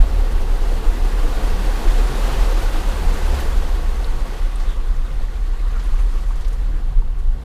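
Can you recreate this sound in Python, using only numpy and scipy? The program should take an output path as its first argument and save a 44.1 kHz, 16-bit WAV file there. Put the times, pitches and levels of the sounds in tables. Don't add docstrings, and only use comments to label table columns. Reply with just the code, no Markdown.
import sys
import numpy as np
from scipy import signal
from scipy.fft import rfft, irfft, next_fast_len
from scipy.io import wavfile
from scipy.ndimage import uniform_filter1d

SR = 44100
rng = np.random.default_rng(int(sys.argv[2]) if len(sys.argv) > 2 else 0)


def log_audio(samples):
    frames = np.atleast_2d(samples).T
    limited = np.clip(frames, -1, 1)
    pcm = np.round(limited * 32767).astype(np.int16)
    wavfile.write(sys.argv[1], SR, pcm)


N = 328104
T = np.arange(N) / SR

# centre_hz, width_hz, height_db
BONNET_MODES = [(454, 41, 2.5), (523, 25, 4), (625, 67, -4.5), (737, 120, 4), (870, 59, 2.5), (1123, 19, 5),
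                (1330, 74, -1.5), (1510, 84, 1.5), (1680, 42, -2.5), (1930, 92, 1.5), (2160, 92, 1),
                (2330, 120, -1), (2550, 83, 1)]


def amp(db):
    return 10 ** (np.asarray(db) / 20)


def unit(x):
    return x / np.sqrt(np.mean(x ** 2) + 1e-20)


def curves(rows):
    s, *columns = np.transpose(rows)
    return [np.interp(T, s, c) for c in columns]


def swell(s, half_s):
    return np.exp(-((T - s) / half_s) ** 2)


def drift(rate_hz):
    hz = np.fft.rfftfreq(N, 1 / SR)
    slow = np.exp(-(hz / rate_hz) ** 2) * (hz > 0)
    return unit(irfft(rfft(rng.standard_normal(N)) * slow, N))


def colour(x, points, bumps=()):
    size = next_fast_len(N)
    hz = np.fft.rfftfreq(size, 1 / SR)
    f, db = np.transpose(points)
    shape_db = np.interp(np.log(hz + 1), np.log(f + 1), db)
    for centre, width, height in bumps:
        shape_db = shape_db + height / (1 + (2 * (hz - centre) / width) ** 2)
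    return unit(irfft(rfft(x, size) * amp(shape_db), size)[:N])


def firm(x, size):
    power = uniform_filter1d(abs(signal.hilbert(x)) ** 2, size=size)
    return unit(x / np.sqrt(power + 1e-12))


def drops(per_s, spread_db, low_hz, high_hz, cycles, count=32):
    out = np.zeros(N + SR)
    for hz in np.geomspace(low_hz, high_hz, count):
        when, size, chance = rng.random((1024, 3)).T
        falls = chance < per_s * N / SR / count / len(chance)
        size = amp(spread_db * np.minimum(-np.log(size[falls] + 1e-12), 3))
        u = np.arange(0, 1, hz / (cycles * SR))
        tone = np.sin(2 * np.pi * cycles * u * (1 + 0.12 * u))
        ring = np.sqrt(hz) * tone * np.exp(-5 * u)
        at = (when[falls] * N).astype(int)[:, None] + np.arange(len(u))
        out += np.bincount(at.ravel(), np.outer(size, ring).ravel(), len(out))
    return unit(out[:N] - out.mean())


def wash(grains, share):
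    share = np.clip(share, 0, 1)
    return np.sqrt(share) * grains + np.sqrt(1 - share) * rng.standard_normal(N)


def slosh(x, depth_db, span_hz, span_s):
    z = signal.stft(x, nperseg=512, noverlap=384)[2]
    frames = max(1, round(span_s * SR / 128))
    bins = max(1, round(span_hz * 512 / SR))
    patches = uniform_filter1d(rng.standard_normal(z.T.shape), frames, 0)
    patches = uniform_filter1d(patches, bins, 1)
    return signal.istft(z * amp(depth_db * unit(patches).T), nperseg=512, noverlap=384)[1][:N]


def water():
    depth = standing_depth()
    splash_db = wading_level() + surges()
    sheets = drift(rate_hz=27)
    return churn(splash_db, depth, sheets) + splash(splash_db, depth, sheets) + spray(splash_db, depth, sheets)


def standing_depth():
    # start_s, depth (0-1)
    depths = [(0, 0.95), (1.5, 1), (3.3, 0.93), (4.4, 0.38), (5, 0.07), (6, 0.08), (7.44, 0.3)]
    return curves(depths)[0]


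def wading_level():
    # start_s, level_db
    wading = [(0, -40), (.6, -39), (1.5, -35.5), (2.3, -33), (2.65, -34.5), (3.35, -35), (3.9, -39.5),
              (4.35, -40.5), (4.95, -45), (5.4, -45.5), (5.75, -44), (6.75, -47), (7.05, -51.5),
              (7.44, -50.5)]
    return curves(wading)[0]


def surges():
    # peak_s, extra_db
    ruts = [(.02, 1.5), (.71, 2), (1.62, 0.8), (2.33, 1), (2.44, 1.5), (3.4, 2.5), (4.38, 1), (4.57, -1),
            (4.71, 2.5), (5.87, 3.5), (6, 3.2), (6.2, 1), (7.21, 1.5)]
    rise_s, fall_s = 0.031, 0.013
    return sum(db * np.exp(-np.maximum((s - T) / rise_s, (T - s) / fall_s)) for s, db in ruts)


def churn(splash_db, depth, sheets):
    # pitch_hz, level_db (per Hz)
    churn_colour = [(70, -32), (120, -2), (190, 0.5), (270, 1.5), (450, -0.7), (520, -1), (740, -5),
                    (950, -8), (1400, -23.5), (3000, -30)]
    offset_db, follows, shallow_db = -6, 0.73, -5.5
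    level_db = offset_db + follows * splash_db + shallow_db * (1 - depth)
    bubbles = drops(per_s=170, spread_db=1.5, low_hz=301.5, high_hz=1636, cycles=53.3, count=48)
    body = slosh(wash(bubbles, share=0.015), depth_db=0.94, span_hz=250, span_s=.05)
    return amp(level_db + 0.64 * sheets) * colour(body, churn_colour, BONNET_MODES)


def splash(splash_db, depth, sheets):
    # pitch_hz, level_db (per Hz)
    deep_colour = [(400, -20), (800, -4.5), (1130, -2), (1500, -3.5), (1900, -6.5), (2250, -9.5),
                   (2700, -8.5), (3300, -10), (4400, -12.5), (5500, -23), (8000, -47), (15000, -41)]
    # pitch_hz, level_db (per Hz)
    puddle_colour = [(350, -38), (520, -23), (750, -5), (1130, 1.5), (1600, -2.5), (1900, -3.5), (2300, -7),
                     (3400, -7.5), (4400, -10), (5500, -25), (8000, -24), (15000, -42)]
    splats = drops(per_s=800, spread_db=2.5, low_hz=898, high_hz=5870, cycles=49.4, count=64)
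    deep = slosh(wash(splats, share=0.035), depth_db=0.48, span_hz=600, span_s=0.033)
    other_splats = np.roll(splats, N // 2)
    puddles = slosh(wash(other_splats, drop_share(depth) * 0.36), depth_db=1.0, span_hz=700, span_s=0.033)
    blend = np.sqrt(depth) * colour(deep, deep_colour, BONNET_MODES)
    blend += np.sqrt(1 - depth) * colour(puddles, puddle_colour, BONNET_MODES)
    return amp(splash_db + 0.42 * sheets) * blend


def spray(splash_db, depth, sheets):
    # pitch_hz, level_db (per Hz)
    spray_colour = [(2500, -34), (4500, -0.5), (6000, 0), (7500, -1.5), (9500, -4), (12000, -6.5),
                    (15000, -18)]
    usual_db = -40
    offset_db, follows, shallow_db = -10.5, 1.2, 0.5
    level_db = usual_db + offset_db + follows * (splash_db - usual_db) + shallow_db * (1 - depth)
    leaves_db = 2.5 * swell(6.22, half_s=0.27)
    grit = drops(per_s=2200, spread_db=-2.5, low_hz=4000, high_hz=14170, cycles=30)
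    hiss = slosh(wash(grit, drop_share(depth)), depth_db=0.57, span_hz=1200, span_s=0.046)
    return amp(level_db + leaves_db + 0.61 * sheets) * colour(hiss, spray_colour)


def drop_share(depth):
    return .3 - 0.19 * depth


def gulps():
    # middle_s, level_db (rms at the crest is 6.5 dB lower), centre_hz, half_width_hz, half_length_s
    sloshes = [(0.028, -35, 262, 120, .04), (0.726, -29, 474, 200, 0.043), (1.6, -29, 186, 25.4, 0.085),
               (2.11, -26.5, 123, 30, 0.061), (2.33, -29, 135, 30.6, 0.13), (2.34, -36, 2940, 1015, 0.1),
               (2.437, -29, 785, 160, 0.027), (3.051, -28.5, 172, 25.2, 0.06), (4.708, -41, 3460, 800, .07),
               (5.086, -42, 1260, 350, 0.069), (5.681, -39, 1154, 200.3, 0.1),
               (5.768, -36, 1300, 450, 0.062), (6.722, -39.5, 281, 120, 0.16),
               (6.78, -44.5, 1480, 765, .12), (6.93, -36, 137.6, 40, 0.12)]
    out, t = np.zeros(N + SR), np.arange(SR) / SR - .5
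    hz = np.fft.rfftfreq(SR, 1 / SR)
    for s, db, centre, width, length in sloshes:
        band = np.exp(-2 * ((hz - centre) / width) ** 2)
        fizz = irfft(rfft(rng.standard_normal(SR)) * band)
        envelope = np.exp(-2 * (t / length) ** 2)
        out[round(s * SR):][:SR] += amp(db - 6.5) * firm(fizz, size=2000) * envelope
    return out[SR // 2:][:N]


def knocks():
    # start_s, level_db (before each mode's own level)
    stones = [(.037, -23), (4.128, -31), (5.793, -33), (6.156, -35), (6.186, -34), (6.307, -27),
              (7.02, -32.5)]
    # pitch_hz, level_db (before a random share), t60_s
    underbody = [(530, -8, .05), (735, -7, .045), (905, -4.5, .045), (1120, -4.5, .045), (1480, -13, .03)]
    out, t = np.zeros(N + 4096), np.arange(4096) / SR
    attack = np.minimum(t / 0.0011, 1)
    for s, db in stones:
        for hz, mode_db, t60 in underbody:
            ring = np.sin(2 * np.pi * (hz * t + rng.random())) * np.exp(-np.log(1000) * t / t60)
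            share_db = rng.uniform(-6.2, 1)
            out[round(s * SR):][:len(t)] += amp(db + mode_db + share_db) * ring * attack
    return out[:N]


def ticks():
    # start_s, level_db (rms at the onset), centre_hz, width_octaves, decay_s (to 1/e)
    snaps = [(3.344, -37, 3970, 0.96, 0.011), (3.403, -39, 12100, 0.64, .012),
             (4.044, -33, 3995, .27, 0.0041), (4.557, -41.5, 8740, 0.22, 0.0069),
             (4.6, -44, 3930, 0.73, 0.024), (5.335, -47, 2497, 0.51, .02), (5.796, -43, 2810, .7, 0.02),
             (5.836, -51, 10000, .2, .016), (6.009, -50, 9480, .2, .016), (6.176, -41, 1708, 0.5, 0.0083),
             (6.356, -49, 6500, 0.64, 0.012), (6.41, -46, 4040, 0.96, 0.015),
             (6.447, -43.5, 3480, 0.52, .014), (6.48, -46, 4970, 0.88, 0.014),
             (6.528, -48, 6000, 0.75, 0.02), (7.188, -55, 8000, 0.57, 0.02)]
    out, t = np.zeros(N + 8192), np.arange(8192) / SR
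    hz = np.fft.rfftfreq(len(t), 1 / SR) + 1
    for s, db, centre, width, decay in snaps:
        band = np.exp(-.5 * (np.log2(hz / centre) / width) ** 2)
        snap = unit(irfft(rfft(rng.standard_normal(len(t))) * band))
        out[round(s * SR):][:len(t)] += amp(db) * snap * np.exp(-t / decay)
    return out[:N]


def engine():
    # start_s, firing_rate_hz, exhaust_level_db
    pull = [(0, 71.9, -28.5), (1.6, 76, -31.5), (2.1, 88.6, -53), (2.65, 87.25, -32), (3.02, 75.6, -28),
            (3.33, 66.36, -20.5), (3.6, 60.66, -22.5), (3.95, 57.1, -23.5), (4.5, 52.5, -39),
            (4.85, 51.04, -32), (5.6, 52.1, -30), (6.3, 50.06, -24.5), (7.1, 47.25, -31), (7.44, 52, -22)]
    # multiple of the firing rate, level_db
    orders = [(1, -1), (1.5, -24.5), (2, -31), (3, -29), (4, -27.5)]
    hz, db = curves(pull)
    cycles = np.cumsum(hz * (1 + 0.0048 * drift(rate_hz=10.4))) / SR
    note = np.zeros(N)
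    for order, order_db in orders:
        throb_db = 2 * drift(rate_hz=8)
        note += amp(order_db + throb_db) * np.sin(2 * np.pi * (order * cycles + rng.random()))
    return amp(db) * note


def hum():
    start_hz, rise_hz_per_s, level_db = 132.2, .8, -49.5
    hz = start_hz + rise_hz_per_s * T
    cycles = np.cumsum(hz * (1 + 0.0048 * drift(rate_hz=12.0))) / SR
    return amp(level_db + 2.8 * drift(rate_hz=10)) * np.sqrt(2) * np.sin(2 * np.pi * cycles)


def tyre_roll():
    # pitch_hz, level_db (per Hz)
    roll_colour = [(25, -31), (44, -6), (60, 2.5), (76, -4), (90, -11), (108, -18), (128, -13.5),
                   (149, -16.5), (168, -25), (250, -23.5), (500, -72)]
    usual_db, shallow_db, follows_gusts = -33, -1, 0.47
    rumble = firm(colour(rng.standard_normal(N), roll_colour + [(4000, -110)]), size=8000)
    level_db = usual_db + shallow_db * (1 - standing_depth()) + follows_gusts * gusts()
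    return amp(level_db + 1 * drift(rate_hz=6)) * rumble


def buffet():
    # pitch_hz, level_db (per Hz)
    buffet_colour = [(8, -46), (14, -1), (19, -8), (24, -2), (29, 2.5), (36, 2), (41, -5.5), (46, -4.5),
                     (60, -53), (100, -60)]
    lulls = [.81, 2.95, 3.39, 4.331, 5.1, 5.33, 7.388]
    start_db, ease_db_per_s = -14, -0.51
    swing = firm(colour(rng.standard_normal(N), buffet_colour + [(2000, -160)]), size=6000)
    lulls_db = -12 * sum(swell(s, half_s=.028) for s in lulls)
    strength = amp(start_db + ease_db_per_s * T + gusts() + lulls_db)
    band = signal.butter(6, [15, 45], "band", fs=SR, output="sos")
    return signal.sosfiltfilt(band, strength * swing)


def gusts():
    # middle_s, half_length_s, extra_db
    strong_buffets = [(0.004, 0.017, 14), (0.888, 0.022, 10.5), (1.237, 0.031, 3), (1.94, 0.13, 5),
                      (2.434, 0.064, 5), (3.08, 0.026, 6), (3.603, 0.084, 2), (4.918, 0.046, 4),
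                      (5.19, 0.023, 4), (5.97, .14, 4), (7, .04, 9), (7.289, 0.081, 4.5)]
    return sum(db * swell(s, half_s) for s, half_s, db in strong_buffets)


def scene():
    tyres = water() + gulps() + knocks() + ticks()
    vehicle = engine() + hum() + tyre_roll() + buffet()
    return (tyres + vehicle)[None]


def record(dry):
    edge_hz, fade_s = 15280, .004
    fade = np.sin(np.pi / 2 * np.minimum(np.minimum(T, T[::-1]) / fade_s, 1)) ** 2
    low_pass = signal.firwin(801, edge_hz, window=("kaiser", 9), fs=SR)
    return signal.oaconvolve(dry * fade, low_pass[None], "same")


dry = scene()
out = record(dry)
log_audio(out)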